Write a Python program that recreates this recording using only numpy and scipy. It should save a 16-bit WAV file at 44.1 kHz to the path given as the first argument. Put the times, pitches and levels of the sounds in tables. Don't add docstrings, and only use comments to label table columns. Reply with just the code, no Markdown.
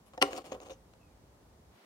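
import sys
import numpy as np
from scipy import signal
from scipy.fft import rfft, irfft, next_fast_len
from scipy.io import wavfile

SR = 44100
rng = np.random.default_rng(int(sys.argv[2]) if len(sys.argv) > 2 else 0)


def wav_record(signal):
    frames = np.transpose(np.atleast_2d(signal))
    bounded = np.clip(frames, -1, 1)
    quanta = np.round(bounded * 32767).astype(np.int16)
    wavfile.write(sys.argv[1], SR, quanta)


N = 81585

# f/Hz, level/dB
TICK_COLOUR = [(150, -16.5), (500, 3), (1100, 10), (1800, 2), (3000, 2.5), (4500, -5), (6800, -8.5),
               (9500, -19.5), (16000, -21)]
# f/Hz, left-right likeness
NEAR_LIKENESS = [(300, 0.98), (700, .92), (1400, 0.38), (3000, 0.6), (7000, 0.22)]


def amp(db):
    return 10 ** (np.asarray(db) / 20)


def unit(x):
    return x / np.sqrt(np.mean(x ** 2) + 1e-20)


def along(points, hz):
    freqs, values = np.transpose(points)
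    return np.interp(np.log(hz + 1), np.log(freqs + 1), values)


def since(start):
    return np.maximum(np.arange(N) / SR - start, 0)


def dying(start, t60):
    t = since(start)
    return (t > 0) * np.exp(-np.log(1000) * t / t60)


def filtered(x, response):
    size = 2 * next_fast_len(N)
    return irfft(rfft(x, size) * response(np.fft.rfftfreq(size, 1 / SR)), size)[..., :N]


def coloured(x, colour):
    def response(hz):
        gain = unit(amp(along(colour, hz)))
        cepstrum = irfft(np.log(gain))
        cepstrum[1:len(cepstrum) // 2] *= 2
        cepstrum[len(cepstrum) // 2 + 1:] = 0
        return np.exp(rfft(cepstrum))
    return filtered(x, response)


def noise(likeness):
    def mid_side_gains(hz):
        angle = np.arccos(np.clip(along(likeness, hz), -1, 1)) / 2
        return np.array([np.cos(angle), np.sin(angle)])
    mid, side = filtered(rng.standard_normal((2, N)), mid_side_gains)
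    return np.array([mid + side, mid - side])


def waver(width_hz):
    return unit(filtered(rng.standard_normal(N), lambda hz: 1 / (1 + (hz / width_hz) ** 2)))


def air(rumble_db=-60.5, hiss_db=-62, fade_centre_s=1.745, fade_s=.078):
    # f/Hz, level/dB
    rumble_colour = [(20, -50), (31, -29), (42, -10.5), (55, 2), (80, -3.5), (169, -8), (250, -10),
                     (480, -13.5), (945, -17.5), (1380, -23.5), (2560, -30), (6380, -32), (15500, -40.5)]
    hiss_colour = [(30, -32), (140, -33), (190, 4), (600, 2.5), (1500, -3), (4000, -8.5), (7000, -17),
                   (15000, -21.5)]
    # f/Hz, left-right likeness
    likeness = [(60, 0.89), (240, 1), (950, 0.16), (3770, -0.22), (15000, 0.15)]
    rumble = amp(rumble_db) * unit(coloured(noise(likeness), rumble_colour))
    hiss = amp(hiss_db) * unit(coloured(noise(likeness), hiss_colour))
    fade = np.clip((np.arange(N) / SR - fade_centre_s) / fade_s + .5, 0, 1)
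    return np.sqrt(1 - fade) * rumble + np.sqrt(fade) * hiss


def scrapes(attack_s=.004, release_s=.008, slips_per_s=4000, slip_spread_db=3, rasp_q=15):
    # t/s, length/s, rub level/dB, grit level/dB, rasp f/Hz, rasp level/dB
    strokes = [(0.057, 0.027, -68, -72, 10960, -70.5), (0.131, 0.018, -54.5, -70, 1470, -61.5),
               (0.242, 0.048, -43.5, -58, 1119, -55.5), (0.302, 0.061, -46, -55.5, 6700, -62),
               (0.362, 0.013, -50, -49, 5450, -53), (0.374, 0.013, -39.5, -54.5, 4480, -50),
               (0.4, 0.019, -57, -64.5, 1205, -66.5), (0.442, 0.028, -53.5, -58.5, 11300, -71.5),
               (0.471, 0.078, -55.5, -67.5, 6570, -69), (0.53, 0.055, -56.5, -86, 473, -49.5),
               (.610, 0.026, -52, -64, 6540, -58.5), (0.646, 0.037, -55.5, -66.5, 6300, -67),
               (0.697, 0.021, -55, -64.5, 525.8, -45), (0.699, 0.012, -67, -67, 3650, -54.5),
               (0.701, 0.036, -64, -68.5, 6150, -59)]
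    # f/Hz, level/dB
    rub_colour = [(100, -24), (215, -19), (280, -6), (390, -6), (500, 0), (640, -7), (760, -4), (920, -12),
                  (1120, -6), (1500, -20), (3000, -40)]
    grit_colour = [(600, -23.5), (1500, -2), (2000, 2), (2900, 7.5), (4400, -1.5), (6600, -5.5),
                   (7500, -5.5), (8700, -0.5), (9700, -10.5), (12000, -12), (16000, -17)]
    # f/Hz, width/Hz, boost/dB
    edge_peaks = [(2315, 140, 5.5), (2871.6, 180, 4.5), (4420, 73, 8.5), (5273, 250, 7.5), (6970, 300, 10)]

    def edge_response(hz):
        peaks = sum((amp(db) - 1) * 1j * hz * width / (centre ** 2 - hz ** 2 + 1j * hz * width)
                    for centre, width, db in edge_peaks)
        return unit(1 + peaks)

    rub_envelope, grit_envelope, rasp = np.zeros((3, N))
    for start, length, rub_db, grit_db, rasp_hz, rasp_db in strokes:
        t = since(start)
        stroke = (1 - np.exp(-t / attack_s)) * np.exp(-since(start + length) / release_s)
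        rub_envelope += amp(rub_db) * stroke
        grit_envelope += amp(grit_db) * stroke
        rasp += amp(rasp_db) * stroke * waver(rasp_hz / rasp_q) * np.sin(2 * np.pi * rasp_hz * t)
    slip_sizes = amp(slip_spread_db * np.minimum(rng.exponential(size=N), 3))
    slips = unit((rng.random(N) < slips_per_s / SR) * slip_sizes)
    rub = coloured(rub_envelope * unit(noise(NEAR_LIKENESS)), rub_colour)
    grit = coloured(grit_envelope * unit(slips * noise(NEAR_LIKENESS)), grit_colour)
    return rub + rasp + filtered(grit, edge_response)


def impacts(hits, modes, colour, attack_s, alternate=False, scatter_db=1.2):
    ring, crunch_power = np.zeros(N + SR), np.zeros(N)
    t = np.arange(SR // 4) / SR
    hz, mode_db, t60 = np.transpose(modes)[:, :, None]
    polarity = (-1) ** (alternate * np.arange(len(modes))[:, None])
    envelopes = np.exp(-np.log(1000) * t / t60) * (1 - np.exp(-t / attack_s))
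    tones = polarity * np.sin(2 * np.pi * hz * t) * envelopes
    for start, ring_db, crunch_db, crunch_t60, hardness_hz in hits:
        level_db = ring_db + mode_db + scatter_db * rng.standard_normal(hz.shape)
        gain = amp(level_db) / np.hypot(1, hz / hardness_hz)
        ring[round(start * SR):][:len(t)] += (gain * tones).sum(axis=0)
        crunch_power += (amp(crunch_db) * dying(start, crunch_t60)) ** 2
    return ring[:N] + coloured(np.sqrt(crunch_power) * noise(NEAR_LIKENESS), colour)


def knocks():
    # t/s, ring level/dB, tick level/dB, tick t60/s, hardness/Hz
    taps = [(.1353, -60.5, -53, .025, 2900), (.3312, -37.5, -32, .011, 4000), (.4425, -44.5, -52, .02, 693),
            (.5168, -51, -47, .02, 7060), (.5198, -34.5, -42.5, 0.042, 7050),
            (.5285, -56, -43, 0.021, 4000), (.5440, -47, -51.5, 0.069, 3000),
            (.5490, -39, -61, 0.018, 1190), (.6022, -47.5, -46.5, 0.013, 5000),
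            (.6615, -50.5, -53, 0.019, 2000), (.6670, -50, -46, 0.0039, 5150),
            (.6865, -54, -43, 0.0028, 9170), (.6965, -44.5, -49.5, 0.032, 2000),
            (.9364, -62, -53.5, .015, 3976)]
    # f/Hz, relative level/dB, t60/s
    strip_modes = [(290, -9, 0.17), (380, -12.5, 0.14), (451, -6.5, 0.078), (525.4, 4, 0.063),
                   (587, -3, 0.049), (722, -3.5, 0.051), (1084.6, -10.5, 0.068), (2550, -13, 0.057),
                   (6560, -6, 0.03)]
    return impacts(taps, strip_modes, TICK_COLOUR, attack_s=.0008)


def catch_slip():
    # t/s, ring level/dB, tick level/dB, tick t60/s, hardness/Hz
    notch = [(.1772, -33, -41, 0.019, 6004)]
    # f/Hz, relative level/dB, t60/s
    held_modes = [(299.6, -11, 0.055), (520, -3, .08), (730, -0.5, 0.059), (870, -4.5, .05),
                  (1820, -10.5, 0.033), (5200, -17, .025)]
    return impacts(notch, held_modes, TICK_COLOUR, attack_s=.00076)


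def catch_snap():
    # t/s, ring level/dB, crack level/dB, crack t60/s, hardness/Hz
    cracks = [(.2125, -39.5, -43.5, 0.021, 1200), (.2160, -26.5, -28.5, 0.048, 8066),
              (.2195, -34, -29.5, 0.068, 2967), (.2241, -20, -11.5, 0.012, 9000),
              (.2259, -28, -15.5, 0.01, 5000), (.2338, -36.5, -30, 0.0067, 1500)]
    # f/Hz, relative level/dB, t60/s
    panel_modes = [(148, -24.5, 0.13), (284, -8.5, 0.15), (363, -11, .11), (405, -9.5, 0.15),
                   (545, -3, 0.092), (699, -11.5, 0.11), (776, 1, 0.14), (1018, -4, 0.047),
                   (1130, -4, 0.043), (1370, -3.5, 0.078), (2040, -8, .02), (2270, -8, 0.031),
                   (2940, 7.5, .02), (4260, -3.5, 0.018), (5700, -3, 0.0057), (6450, -7, .015),
                   (8300, -6.5, 0.028)]
    # f/Hz, level/dB
    crack_colour = [(100, -16), (300, -17), (1200, -3), (1600, -5), (2050, 0.5), (2750, 7.5), (3600, -8),
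                    (5800, -3), (7000, -18), (7900, -18.5), (8500, -4.5), (9700, -18.5), (13000, -20.5),
                    (16000, -35)]
    return impacts(cracks, panel_modes, crack_colour, attack_s=.00058, alternate=True)


def chirp(start_s=1.0, start_hz=2660, fall_hz_per_s=2100, level_db=-73, attack_s=.0062):
    t = since(start_s)
    tone = np.sin(2 * np.pi * (start_hz - fall_hz_per_s * t / 2) * t)
    envelope = dying(start_s, t60=.8) * (1 - np.exp(-t / attack_s))
    return amp(level_db) * waver(width_hz=90) * tone * envelope


def panned_left(x, lead_s=.00019):
    # f/Hz, left minus right level/dB
    balance = [(300, -.3), (900, 0), (2400, 4), (5000, 7), (15000, 8)]
    half = np.array([[.5], [-.5]])
    return filtered(x, lambda hz: amp(along(balance, hz) * half) * np.exp(2j * np.pi * hz * lead_s * half))


def reflections(x, level_db=-19, predelay_s=.005):
    # f/Hz, t60/s
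    decay_times = [(200, 0.6), (1000, .24), (4000, 0.28), (12000, 0.14)]
    hz, t, bands = signal.stft(noise(NEAR_LIKENESS)[:, :SR // 2], SR, nperseg=256)
    decay = np.exp(-np.log(1000) * t / along(decay_times, hz)[:, None])
    tail = signal.istft(bands * decay, SR, nperseg=256)[1]
    tail = np.pad(tail / np.linalg.norm(tail[0]), ((0, 0), (round(predelay_s * SR), 0)))
    return amp(level_db) * signal.fftconvolve(x, tail, axes=1)[:, :N]


def scene(low_cut_hz=99):
    low_cut = signal.butter(2, low_cut_hz, "high", fs=SR, output="sos")
    plastic = signal.sosfilt(low_cut, catch_slip() + catch_snap() + knocks() + scrapes())
    return panned_left(plastic) + reflections(plastic) + air() + chirp()


def record(dry, top_hz=15900):
    return filtered(dry, lambda hz: hz < top_hz)


dry = scene()
out = record(dry)
wav_record(out)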